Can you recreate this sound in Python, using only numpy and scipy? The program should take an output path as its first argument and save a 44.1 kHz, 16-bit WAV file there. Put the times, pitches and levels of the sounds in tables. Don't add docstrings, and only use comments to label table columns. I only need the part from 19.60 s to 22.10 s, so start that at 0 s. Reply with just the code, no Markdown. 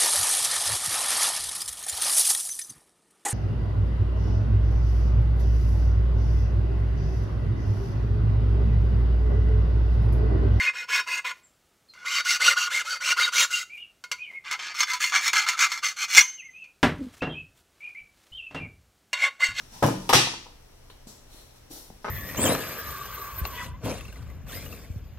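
import sys
import numpy as np
from scipy import signal
from scipy.fft import rfft, irfft
from scipy.io import wavfile

SR = 44100
rng = np.random.default_rng(int(sys.argv[2]) if len(sys.argv) > 2 else 0)


def to_wav(s):
    ch = np.atleast_2d(s).T
    pcm = np.round(np.clip(ch, -1, 1) * 32767)
    wavfile.write(sys.argv[1], SR, pcm.astype(np.int16))


def ratio_of_db(decibels):
    return 10 ** (np.asarray(decibels, float) / 20)


N = 110250
T = np.arange(N) / SR

# (time [s], peak level [dB])
THUDS = [(.2252, -10.5), (.2275, -7.5), (.2290, -10), (.2322, -17), (.2345, -8), (.2362, -15), (.2380, -6),
         (.2410, -13.5), (.2445, -14), (.2480, -22), (.2535, -20), (.2570, -24.5), (.2585, -18.5),
         (.2640, -18), (.2715, -16.5), (.2755, -21), (.2865, -16), (.296, -25)]
# (time [s], peak level [dB])
SLAPS = [
    (.4922, -28),
    (.498, -26),
    (.5293, -9),
    (.5328, -8),
    (.5352, -11),
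    (.5415, -10),
    (.5451, -11),
    (.5473, -10),
    (.5528, -11),
]
# (frequency [Hz], side minus mid [dB])
WIDTH = [(60, -15), (110, -119), (200, -30), (380, -3), (700, -3.5), (1290, -3), (2380, 0.5), (4400, -0.5),
         (8120, 1), (15000, -2.5)]


def rms_one(x):
    return x / np.sqrt(np.mean(x ** 2) + 1e-20)


def at_hz(points, hz):
    p = np.array(points)
    return np.interp(np.log(np.maximum(hz, 1)), np.log(p[:, 0]), p[:, 1])


def colour(x, points, share=1):
    size = 8192
    hz = np.arange(size // 2 + 1) * SR / size
    cepstrum = irfft(share * at_hz(points, hz) * np.log(10) / 20)
    cepstrum[1:size // 2] *= 2
    cepstrum[size // 2 + 1:] = 0
    response = irfft(np.exp(rfft(cepstrum)))[None, :size // 2]
    return signal.fftconvolve(np.atleast_2d(x), response)[:, :N]


def low_cut(x, hz):
    return signal.sosfilt(signal.butter(3, hz, "high", fs=SR, output="sos"), x)


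def ring(x, hz, t60):
    radius, w = ratio_of_db(-60 / (t60 * SR)), 2 * np.pi * hz / SR
    return signal.lfilter([0, np.sin(w)], [1, -2 * radius * np.cos(w), radius * radius], x + 1e-18)


def modal(drive, modes):
    return sum((-1) ** k * ratio_of_db(db) * ring(drive, hz, t60) for k, (hz, db, t60) in enumerate(modes))


def clicks(rows, lag=0):
    out = np.zeros(N)
    for s, db in rows:
        out[min(int((s + lag) * SR), N - 1)] -= ratio_of_db(db)
    return out


def ports(x):
    left_lead_s = 0.000083
    return np.array([x, np.interp(T - left_lead_s, T, x)])


def stereo(mid, side, width):
    return mid + colour(side, width) * [[1], [-1]]


def struck(rows, spectrum, crack_db, chatter_db):
    split_hz, chatter_t60_s = 2200, .045
    push = clicks(rows)
    fade = ratio_of_db(-120 * T[:4096] / chatter_t60_s)
    power = np.abs(signal.fftconvolve(push ** 2, fade / fade.sum())[:N])
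    chatter = rng.standard_normal((2, N)) * np.sqrt(power)
    low, high = (signal.butter(2, split_hz, kind, fs=SR, output="sos") for kind in ("low", "high"))
    x = ports(signal.sosfilt(low, push))
    x = x + signal.sosfilt(high, ratio_of_db(crack_db) * push + ratio_of_db(chatter_db) * chatter)
    return colour(x, spectrum) / np.abs(colour(clicks([(0, 0)]), spectrum)).max()


def floor():
    # (frequency [Hz], level [dB])
    noise_spectrum = [(12, -39), (20, 2.5), (123, -17), (187, -22), (410, -22), (641, -25), (4410, -36.5),
                      (5680, -36.5), (16000, -46)]
    # (frequency [Hz], side minus mid [dB])
    noise_width = [(60, -44), (110, -8), (200, -2.5), (380, 1.5), (700, 0), (1290, -5.5), (2380, 1),
                   (4400, 3), (8120, -0.5), (15000, 0.5)]
    # (frequency [Hz], rms level [dB])
    hum = [(122, -63.5), (248, -76), (75.5, -63.5)]
    mid, side = rng.standard_normal((2, N))
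    hiss = rms_one(colour(stereo(mid, side, noise_width), noise_spectrum))
    return ratio_of_db(-52.5) * hiss + sum(ratio_of_db(db + 2.5) * np.sin(2 * np.pi * hz * T) for hz, db in hum)


def shop(x):
    # (frequency [Hz], reverberation time t60 [s])
    decay = [(60, 0.97), (200, 0.7), (700, 0.26), (1500, 0.45), (4000, .52), (8000, 0.46), (14000, 0.23)]
    room_db, build_s = 10, 0.003
    size = int(.9 * SR)
    t, edges, tail = T[:size], 40 * 2 ** np.arange(0, 9, .5), 0
    white = rng.standard_normal((2, 2, size))
    for k, (low, high) in enumerate(zip(edges, edges[1:])):
        band = signal.sosfilt(signal.butter(2, [low, high], "band", fs=SR, output="sos"), white[k % 2])
        tail = tail + band * ratio_of_db(-60 * t / at_hz(decay, np.sqrt(low * high)))
    tail = tail * (1 - np.exp(-t / build_s))
    tail = ratio_of_db(room_db) * tail / np.sqrt(np.sum(tail[0] ** 2))
    mid, side = signal.fftconvolve(x[None], tail)[:, :N]
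    return stereo(mid, side, WIDTH)


def friction(rows, spectrum):
    grains_per_s, spread_db, grit_cycles = 18000, 2, 21
    sizes = ratio_of_db(spread_db * np.minimum(rng.exponential(1, (2, N)), 5)) * rng.choice([-1, 1], (2, N))
    mid, side = sizes * (rng.random((2, N)) < grains_per_s / SR)
    grains = stereo(mid, side, WIDTH)
    hiss, out = rms_one(colour(grains, spectrum)), 0
    for s, rise, hold, fall, db, hz, grit_db in rows:
        stroke = np.clip((T - s) / rise, 0, 1) ** 2
        stroke = stroke * ratio_of_db(-60 * np.maximum(T - s - rise - hold, 0) / fall)
        grit = rms_one(ring(grains, hz, grit_cycles / hz))
        out = out + stroke * (ratio_of_db(db) * hiss + ratio_of_db(grit_db) * grit)
    return out


def scuffs():
    # (start [s], rise [s], hold [s], fall t60 [s], level [dB], grit pitch [Hz], grit level [dB])
    strokes = [
        (1.298, 0.0019, 0.0083, 0.2, -59, 4160, -55.5),
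        (1.466, 0.0077, 0.027, 0.53, -50.5, 7800, -57.5),
        (1.655, 0.082, 0.071, 0.71, -54.5, 4330, -60.5),
        (1.954, 0.0038, 0.023, 0.11, -64.5, 8950, -91),
        (2.089, 0.027, 0.064, 0.59, -46.5, 14620, -58.5),
        (2.397, 0.037, 0.094, 0.63, -67, 5700, -71),
    ]
    # (frequency [Hz], level [dB])
    rub_spectrum = [(100, -30), (300, 0.5), (900, -2.5), (2200, -16.5), (4000, -3.5), (10000, -8.5),
                    (14000, -12.5), (16000, -13.5)]
    return friction(strokes, rub_spectrum)


def slides():
    # (start [s], rise [s], hold [s], fall t60 [s], level [dB], grit pitch [Hz], grit level [dB])
    strokes = [
        (-.02, 0.01, 0.01, 1, -53, 4020, -68),
        (.09, 0.052, 0.37, 0.2, -49.5, 1000, -53),
    ]
    # (frequency [Hz], level [dB])
    slide_spectrum = [(90, -6.5), (200, 6), (500, -21.5), (1200, -7), (2200, -14), (5500, -10.5),
                      (15500, -25.5)]
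    return friction(strokes, slide_spectrum)


def steps():
    # (time [s], peak level [dB], pitch [Hz], ring t60 [s])
    taps = [(1.300, -44, 1000, 0.026), (1.301, -41, 3050, 0.01), (1.3, -45, 453, 0.034),
            (1.303, -42.5, 1600, 0.0075), (1.470, -36, 220, 0.039), (1.4711, -41, 600, 0.012),
            (1.745, -41, 300, 0.02), (2.1045, -42, 310, 0.06), (2.111, -36, 320, 0.03),
            (2.138, -41, 310, 0.05), (2.1075, -54, 800, .015), (2.146, -47, 600, .02),
            (2.303, -36, 210, 0.035), (2.3022, -37, 480, 0.012), (2.3025, -37, 800, 0.012),
            (.672, -30, 720, .03), (2.338, -48, 800, 0.0083)]
    return sum(ring(clicks([(s, db)]), hz, t60) for s, db, hz, t60 in taps)


def knuckles():
    # (time [s], peak level [dB])
    knocks = [
        (2.4452, -24),
        (2.4485, -28),
        (2.4499, -23),
        (2.4548, -28),
        (2.4610, -30),
        (2.4695, -27),
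        (2.4800, -25),
        (2.4847, -23),
        (2.4885, -29),
        (2.4942, -29),
    ]
    # (frequency [Hz], level [dB])
    knock_spectrum = [(29, -51), (305, -11.5), (449, 3.5), (711, -8), (1200, 1), (2000, -13.5),
                      (5940, -31.5), (16000, -50)]
    # (frequency [Hz], level [dB], t60 [s])
    edge_modes = [(129.5, -20.5, .1), (223, -12.5, 0.03), (460, -12.5, 0.023), (530, -19, .04),
                  (940, -8.5, 0.029), (1166, -21, 0.011), (1580, -8, 0.0096)]
    knock = struck(knocks, knock_spectrum, crack_db=-39, chatter_db=0.5)
    return knock, modal(ratio_of_db(-1.5) * clicks(knocks), edge_modes)


def boom():
    # (time [s], peak level [dB])
    pushes = [
        (.240, -16),
        (.492, -36.5),
        (.546, -20),
    ]
    # (frequency [Hz], level [dB], t60 [s])
    low_modes = [(119.4, 0, .33), (145, 0, 0.27)]
    push = np.convolve(clicks(pushes), np.hanning(177) / 88)[:N]
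    return low_cut(sum(ratio_of_db(db) * ring(push, hz, t60) for hz, db, t60 in low_modes), 80.4)


def sheet_under_clamps():
    # (frequency [Hz], level [dB], t60 [s])
    sheet_modes = [(62, -38, 0.46), (186.7, -7, 0.53), (227.4, -1, 0.25), (265, -0.5, 0.16),
                   (303, -6.5, 0.32), (387.6, -5.5, 0.2), (496.5, -15, 0.43), (532, -17, 0.22),
                   (630, -18, 0.07), (838, -10.5, 0.093), (960, -16.5, 0.2), (1000, 1.5, .08),
                   (1240, -8, 0.029), (1580, -1, 0.05)]
    lag_s = 0.00402
    drive = ratio_of_db(-16.5) * clicks(THUDS, lag_s) + ratio_of_db(-21.5) * clicks(SLAPS, lag_s)
    return modal(drive, sheet_modes)


def pad_ring(rows):
    # (frequency [Hz], level [dB], t60 [s])
    pad_modes = [(254, -16.5, 0.038), (501.6, -11.5, 0.041), (762, -9, 0.025), (932, -4, 0.049),
                 (1060, -5, 0.019), (1220, -4, 0.016)]
    contact_s = 0.00053
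    force = np.hanning(int(contact_s * SR) + 3)
    touch = np.convolve(clicks(rows), force)[:N] / (contact_s * SR / 2)
    return ratio_of_db(3) * low_cut(modal(touch, pad_modes), 170)


def pad_bounces():
    # (time [s], peak level [dB])
    bounces = [
        (.669, -28.5),
        (.6745, -29),
        (.736, -31),
        (.743, -34),
        (.858, -44),
        (.864, -38.5),
        (.885, -50),
        (.929, -62),
    ]
    return pad_ring(bounces)


def first_clamp():
    # (frequency [Hz], level [dB])
    thud_spectrum = [(30, -14.5), (70, -8.5), (130, 2), (380, 0), (900, -1.5), (1750, -20.5), (2200, -26.5),
                     (16000, -46.5)]
    # (time [s], peak level [dB])
    rattles = [
        (.2275, -27),
        (.240, -36.5),
        (.252, -37),
        (.2645, -20),
        (.272, -23),
        (.282, -34),
    ]
    handle_spectrum = [(1500, -45), (5000, 24.5), (8000, 23), (15000, 16.5)]
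    thud = struck(THUDS, thud_spectrum, crack_db=-11, chatter_db=7.5)
    return thud + struck(rattles, handle_spectrum, crack_db=2.5, chatter_db=-6.5)


def second_clamp_pad():
    # (time [s], peak level [dB])
    touches = [
        (.4920, -15),
        (.4945, -15),
        (.4995, -14),
        (.5068, -18),
        (.5125, -22),
        (.5322, -7),
        (.5338, -10),
    ]
    # (frequency [Hz], level [dB])
    pad_spectrum = [(30, -66), (150, -50), (270, -34), (900, -7), (1500, 16), (3000, 12), (7700, -1),
                    (16000, -9.5)]
    clatter = ratio_of_db(-1.5) * struck(touches, pad_spectrum, crack_db=-1.5, chatter_db=8.5)
    ping = ring(clicks([(.4975, -23.5)]), 11800, 0.0087)
    return clatter + ports(pad_ring(touches) + ping)


def second_clamp_bar():
    # (frequency [Hz], level [dB])
    slap_spectrum = [(30, -97), (90, -32), (200, -11), (600, -6), (1000, -1.5), (1700, -5), (5500, -17.5),
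                     (16000, -38)]
    snap = ratio_of_db(4) * ring(clicks(SLAPS), 1400, .003)
    return struck(SLAPS, slap_spectrum, crack_db=5.5, chatter_db=-1.5), snap


def scene():
    thud, pad = first_clamp(), second_clamp_pad()
    slap, snap = second_clamp_bar()
    knock, edge = knuckles()
    board = sheet_under_clamps() + edge
    boots, bounces, swing = steps(), pad_bounces(), boom()
    direct = thud + pad + slap + knock + ports(board + snap + swing + boots + bounces)
    wet = (ratio_of_db(-12.5) * thud + ratio_of_db(-18.5) * pad + ratio_of_db(-1.5) * slap + ratio_of_db(-10.0) * knock)[0]
    wet = wet + ratio_of_db(-42) * board + ratio_of_db(-18.5) * boots + ratio_of_db(-17.0) * bounces
    reverberant = shop(low_cut(wet, 157) + ratio_of_db(-32) * swing)
    return direct + reverberant + slides() + scuffs() + floor()


def top_cut(x):
    return signal.sosfilt(signal.butter(12, 16120, fs=SR, output="sos"), x)


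def record(dry):
    # (frequency [Hz], width [Hz], level [dB])
    resonances = [(5700, 124, 8.5), (9620, 660, 4), (11670, 430, 6)]
    # (frequency [Hz], left minus right [dB])
    tilt = [(60, 0), (200, .5), (380, 1), (700, 4.5), (1290, 1.5), (2380, .7), (4400, 1.3), (8120, 3),
            (15000, 9.5)]
    x = dry
    for hz, width_hz, db in resonances:
        x = x + (ratio_of_db(db) - 1) * signal.lfilter(*signal.iirpeak(hz, hz / width_hz, SR), dry)
    x = np.array([colour(x[0], tilt, .5)[0], colour(x[1], tilt, -.5)[0]])
    x = signal.sosfilt(signal.ellip(10, .5, 70, 16000, fs=SR, output="sos"), np.clip(x, -1, 1))
    return top_cut(x)


dry = scene()
out = record(dry)
to_wav(out)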